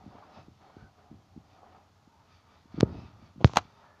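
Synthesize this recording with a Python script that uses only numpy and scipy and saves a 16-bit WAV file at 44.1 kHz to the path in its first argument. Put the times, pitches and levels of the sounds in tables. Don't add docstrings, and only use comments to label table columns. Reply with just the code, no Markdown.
import sys
import numpy as np
from scipy import signal
from scipy.fft import rfft, irfft
from scipy.io import wavfile

SR = 44100
rng = np.random.default_rng(int(sys.argv[2]) if len(sys.argv) > 2 else 0)


def master(y):
    cut = np.clip(np.atleast_2d(y).T, -1, 1)
    pcm = np.round(cut * 32767)
    wavfile.write(sys.argv[1], SR, pcm.astype(np.int16))


N = 176400
T = np.arange(N) / SR


def from_db(db):
    return 10 ** (np.asarray(db) / 20)


def rms_one(x):
    return x / np.sqrt(np.mean(x ** 2) + 1e-20)


def peak_one(x):
    return x / np.abs(x).max()


def level(rows):
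    return from_db(np.interp(T, *np.transpose(rows), left=-120, right=-120))


def swell(s, length):
    return np.exp(-2 * ((T - s) / length) ** 2)


def burst(s, attack_s, t60_s):
    age = np.maximum(T - s, 0)
    return np.minimum(age / attack_s, 1) * from_db(-60 * age / t60_s)


def click(size=8192):
    return signal.unit_impulse(size)


def coloured_click(colour, size=8192):
    hz, db = np.transpose(colour)
    grid = np.maximum(np.arange(size // 2 + 1) * SR / size, 1)
    spectrum = from_db(np.interp(np.log(grid), np.log(hz), db))
    cepstrum = irfft(np.log(spectrum))
    cepstrum[1:size // 2] *= 2
    cepstrum[size // 2 + 1:] = 0
    return peak_one(irfft(np.exp(rfft(cepstrum))))


def through(x, response):
    return signal.fftconvolve(x, response)[:N]


def butter(x, hz, kind, order=2):
    return signal.sosfilt(signal.butter(order, hz, kind, fs=SR, output="sos"), x + 1e-18)


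def resonate(x, hz, width):
    r = np.exp(-np.pi * width / SR)
    feedback = [1, -2 * r * np.cos(2 * np.pi * hz / SR), r * r]
    return signal.lfilter(np.array([1, 0, -1]) * (1 - r * r) / 2, feedback, x)


def narrowed(x, hz, width_hz):
    return rms_one(resonate(resonate(x, hz, width_hz), hz, width_hz))


def rings(x, table):
    return rms_one(sum((-1) ** k * from_db(db) * resonate(x, hz, width)
                       for k, (hz, width, db) in enumerate(table)))


def delay_band(x, hz, width_hz):
    r = np.exp(-np.pi * width_hz / SR)
    feedback = [1, -2 * r * np.cos(2 * np.pi * hz / SR), r * r]
    return signal.lfilter(feedback[::-1], feedback, x)


def wander(x, share, per_s):
    speed = 1 + share * rms_one(butter(rng.standard_normal(N), per_s, "low"))
    return np.interp(np.cumsum(speed) % N, np.arange(N), x)


def add(out, s, sound):
    i = int(s * SR)
    out[i:i + len(sound)] += sound[:N - i]


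def strikes(rows, sound):
    out = np.zeros(N)
    for s, db in rows:
        add(out, s, from_db(db) * sound)
    return out


def slips(per_s, spread_db=2.5):
    pulses = (rng.random(N) < per_s / SR) * rng.choice([-1, 1], N)
    return pulses * from_db(spread_db * np.minimum(rng.exponential(1, N), 5))


def background(hiss_db=-67.5, hum_db=-68.5, hum_hz=88.7):
    # f/Hz, level/dB
    hiss_colour = [(15, -30), (25, -11), (137, -1.5), (263, -9), (373, -16), (1130, -11.5), (1790, -21.5),
                   (4490, -21.5), (6740, -26), (8140, -38), (13600, -38.5), (16000, -51)]
    hiss, hum = rng.standard_normal((2, N))
    hiss = butter(through(hiss, coloured_click(hiss_colour)), 48.1, "high")
    hum = resonate(hum, hum_hz, width=7.7)
    return from_db(hiss_db) * rms_one(hiss) + from_db(hum_db) * rms_one(hum)


def room(x, t60_s=.177, echo_db=-34.5):
    t = T[:SR // 2]
    tail = butter(rng.standard_normal(len(t)), 3000, "low") * from_db(-60 * t / t60_s) * (t > .005)
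    return from_db(echo_db) * through(x, tail / np.sqrt(np.sum(tail ** 2)))


def panels(x, t60_s=.14, echo_db=-4.5):
    t = T[:SR // 4]
    echoes = rng.standard_normal(len(t)) * from_db(-60 * t / t60_s)
    wet = from_db(echo_db)
    return (x + wet * through(x, echoes / np.sqrt(np.sum(echoes ** 2)))) / np.sqrt(1 + wet ** 2)


def rumble():
    # t/s, level/dB
    loudness = [(0, -64), (.07, -56), (.25, -70), (.38, -57.5), (.52, -61), (.65, -77), (.83, -56),
                (1.0, -77.5), (1.15, -55), (1.28, -71), (1.39, -56.5), (1.5, -73), (2.7, -73),
                (2.78, -45.5), (2.85, -36.5), (2.95, -39), (3.0, -43.5), (3.12, -58.5), (3.24, -55),
                (3.33, -67), (3.39, -49.5), (3.47, -60), (3.58, -44.5), (3.65, -58.5), (3.75, -72)]
    # f/Hz, level/dB
    colour = [(30, -28.5), (65, -6.5), (95, 2.5), (140, -6), (280, -13.5), (480, -23), (800, -29),
              (2000, -74)]
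    return level(loudness) * rms_one(through(slips(per_s=900, spread_db=1), coloured_click(colour)))


def cloth(slips_per_s=5000, rasp_db=-2.5):
    # peak t/s, length/s, level/dB
    swishes = [(.17, 0.39, -71.5), (0.378, 0.075, -65), (0.66, 0.15, -73), (0.805, 0.084, -72.5),
               (0.998, 0.09, -79), (1.537, 0.086, -71), (1.757, 0.093, -75.5), (2.339, 0.1, -67.5),
               (2.552, 0.13, -70), (2.777, 0.085, -63.5), (2.991, 0.17, -63), (3.255, 0.088, -69),
               (3.641, 0.11, -68), (3.807, 0.14, -71)]
    # f/Hz, level/dB
    colour = [(300, -28), (1000, 2.5), (2000, 3.5), (3000, 2), (4700, -1), (6300, -8), (7800, -39),
              (14000, -48.5)]
    # f/Hz, width/Hz, level/dB
    rasp_rings = [(2343, 130, 2), (3520, 140, -2), (4610, 170, -3)]
    motion = sum(from_db(db) * swell(s, length) for s, length, db in swishes)
    hiss = rms_one(through(slips(slips_per_s), coloured_click(colour)))
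    rasp = butter(rings(slips(slips_per_s), rasp_rings), 6000, "low", order=6)
    rasp = wander(rasp, share=.05, per_s=3)
    return motion * rms_one(panels(hiss + from_db(rasp_db) * rasp))


def rubbing(slips_per_s=4000, turn_s=2.05, turn_length_s=.4):
    # t/s, level/dB
    loudness = [(0, -57), (.04, -62), (.1, -61), (.16, -52), (.215, -57), (.31, -58), (.39, -52.5),
                (.46, -65.5), (.56, -78), (.62, -57.5), (.69, -59.5), (.76, -62.5), (.83, -61.5),
                (.93, -71.5), (1.0, -60.5), (1.07, -63.5), (1.16, -68), (1.36, -72.5), (1.45, -67),
                (1.6, -61), (1.75, -57), (1.91, -71.5), (2.26, -67.5), (2.44, -68), (2.57, -61.5),
                (2.64, -74.5), (2.79, -53), (2.95, -56.5), (3.1, -63.5), (3.27, -64), (3.35, -71),
                (3.68, -65.5), (3.85, -58), (3.95, -65), (4, -62.5)]
    # f/Hz, level/dB
    colour = [(80, -18.5), (300, -6), (560, -6), (1200, -11.5), (1900, -18.5), (4000, -34), (8000, -58.5)]
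    # f/Hz, width/Hz, level/dB
    ball_rings = [(322, 55, -0.5), (785, 67, 3.5), (1050, 170, -2), (1290, 190, -8.5)]
    wall_rings = [(899, 150, -0.5), (1160, 220, -0.5), (1415, 290, -7)]
    # t/s, level/dB, f/Hz
    catches = [(.109, -53.5, 900), (.223, -46, 900), (.361, -48, 760), (.696, -53, 850), (.978, -56, 880),
               (1.630, -50, 640)]
    # peak t/s, length/s, f/Hz, level/dB
    squeak_notes = [(0.823, 0.076, 1492, -62), (1.377, 0.11, 803, -66.5), (2.17, 0.086, 902, -68.5),
                    (3.91, 0.11, 1733, -67.5)]
    grains = slips(slips_per_s)
    turned = np.clip(.5 + (T - turn_s) / turn_length_s, 0, 1)
    ball = np.sqrt(1 - turned) * rings(grains, ball_rings)
    wall = np.sqrt(turned) * rings(grains, wall_rings)
    hollow = rms_one(butter(ball + wall, 2200, "low"))
    broad = rms_one(through(slips(slips_per_s), coloured_click(colour)))
    rub = level(loudness) * rms_one(panels(hollow + from_db(-1.5) * broad))
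    scrapes = sum(from_db(db) * burst(s, attack_s=.001, t60_s=.16) * narrowed(grains, hz, width_hz=600)
                  for s, db, hz in catches)
    squeaks = sum(from_db(db) * swell(s, length) * narrowed(grains, hz, width_hz=120)
                  for s, length, hz, db in squeak_notes)
    return rub + butter(scrapes, 1400, "low", order=6) + squeaks


def slide():
    # t/s, level/dB
    loudness = [(3.444, -69), (3.449, -45.5), (3.485, -62), (3.55, -60), (3.6, -63.5), (3.65, -78)]
    grains = slips(per_s=6000, spread_db=3)
    return level(loudness) * rms_one(butter(grains, [2160, 6850], "band", order=8))


def boom(band_hz=(74.5, 144)):
    return peak_one(butter(click(), band_hz, "band"))


def bumps(boom_db=-11.5):
    # t/s, level/dB, f/Hz
    contacts = [(.039, -43, 187), (.063, -35, 183), (0.078, -38.5, 188), (0.152, -43.5, 290),
                (.375, -40.5, 157), (.483, -39, 221), (0.519, -50, 158), (0.767, -37.5, 250),
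                (.824, -43, 127), (.838, -44, 128), (1.114, -37, 202), (1.127, -42, 178),
                (1.141, -39.5, 178), (1.363, -37, 193), (1.376, -34, 194), (2.075, -46, 185),
                (2.656, -46.5, 202), (2.743, -29.5, 182), (2.778, -28.5, 252), (2.784, -21, 208),
                (2.804, -20, 182), (2.830, -4, 324), (3.225, -42.5, 171), (3.36, -41.5, 180),
                (3.38, -36, 160), (3.406, -32.5, 440), (3.412, -29, 480), (3.422, -32, 240),
                (3.455, -21, 330), (3.496, -33, 776), (3.5361, -29.5, 750)]
    out, body = np.zeros(N), from_db(boom_db) * boom()
    for s, db, hz in contacts:
        push = butter(click(), hz * .51, "high")
        swing = peak_one(butter(push, hz * 1.505, "low", order=6))
        edge_db = -11 + .53 * db
        edge = from_db(edge_db) * peak_one(butter(push, hz * 2, "low", order=3))
        add(out, s - .23 / hz, from_db(db) * (swing + edge - body))
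    return out


def ticks():
    # t/s, level/dB
    contacts = [(2.8028, -26.5), (2.8079, -8.5), (2.832, -35.5), (3.4548, -31.5), (3.4617, -34.5),
                (3.4749, -29.5), (3.4787, -34), (3.5354, -28.5), (3.5537, -34)]
    # f/Hz, level/dB
    colour = [(100, -13), (600, 0.5), (1400, 2), (2500, -5), (4000, -2), (6200, -7), (8000, -23.5),
              (10000, -30.5), (16000, -48)]
    return strikes(contacts, coloured_click(colour))


def knock(at_s=3.4454, crack_db=-.5, boom_db=-6, boom_lag_s=.00076):
    # f/Hz, level/dB
    colour = [(40, -17.5), (170, 2.5), (500, 0), (1000, -4.5), (2000, -13.5), (4000, -17.5), (6000, -29),
              (7600, -55.5), (16000, -72.5)]
    crack = strikes([(at_s, crack_db)], coloured_click(colour))
    return crack - strikes([(at_s + boom_lag_s, boom_db)], boom())


def clack(ring_db=-30.5, crackle_db=-49):
    # t/s, level/dB
    catches = [(3.5593, -19.5), (3.5604, -20), (3.5688, -17.5), (3.5701, -12), (3.5713, 0), (3.5722, -19.5),
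               (3.5752, -20), (3.5835, -24.5), (3.5865, -23)]
    # f/Hz, level/dB
    colour = [(40, -31.5), (90, -3), (400, -5.5), (820, 4), (1300, 2.3), (1800, -12), (2900, -9.5),
              (4300, -15), (5300, -19.5), (6400, -12), (9000, -40.5), (11500, -36), (14000, -51),
              (16000, -68)]
    # f/Hz, level/dB, t60/s
    case_notes = [(735, -12, 0.0842), (1030, -5, 0.055), (1333, -6.5, .075), (2060, -4, .045),
                  (2830, -1.5, 0.019), (3265, -9.5, .045), (4003, -5, 0.056), (4100, 3, .02),
                  (4600, -15.5, 0.044)]
    # t/s, level/dB
    creak_loudness = [(3.39, -77.5), (3.412, -51.5), (3.435, -59), (3.46, -56.5), (3.49, -54.5),
                      (3.55, -55.5), (3.573, -26.5), (3.585, -31), (3.602, -57), (3.64, -69), (3.72, -74.5)]
    hit = delay_band(coloured_click(colour), hz=1640, width_hz=670)
    t = T[:len(hit)]
    hit += sum(from_db(ring_db + db - 60 * t / t60) * np.sin(2 * np.pi * hz * t)
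               for hz, db, t60 in case_notes)
    grains = slips(per_s=3500)
    creak = level(creak_loudness) * rms_one(butter(through(grains, hit), 5220, "low"))
    spray = sum(from_db(crackle_db + db) * burst(s - .004, attack_s=.004, t60_s=.045)
                for s, db in catches)
    crackle = spray * rms_one(butter(grains, [3500, 12000], "band", order=4))
    return strikes(catches, hit) + creak + crackle


def scene():
    hits = bumps() + knock() + ticks() + clack()
    return (hits + room(hits) + slide() + rubbing() + cloth() + rumble() + background())[None]


def record(dry, cutoff_hz=16450):
    return signal.sosfilt(signal.cheby2(12, 70, cutoff_hz, fs=SR, output="sos"), dry)


dry = scene()
out = record(dry)
master(out)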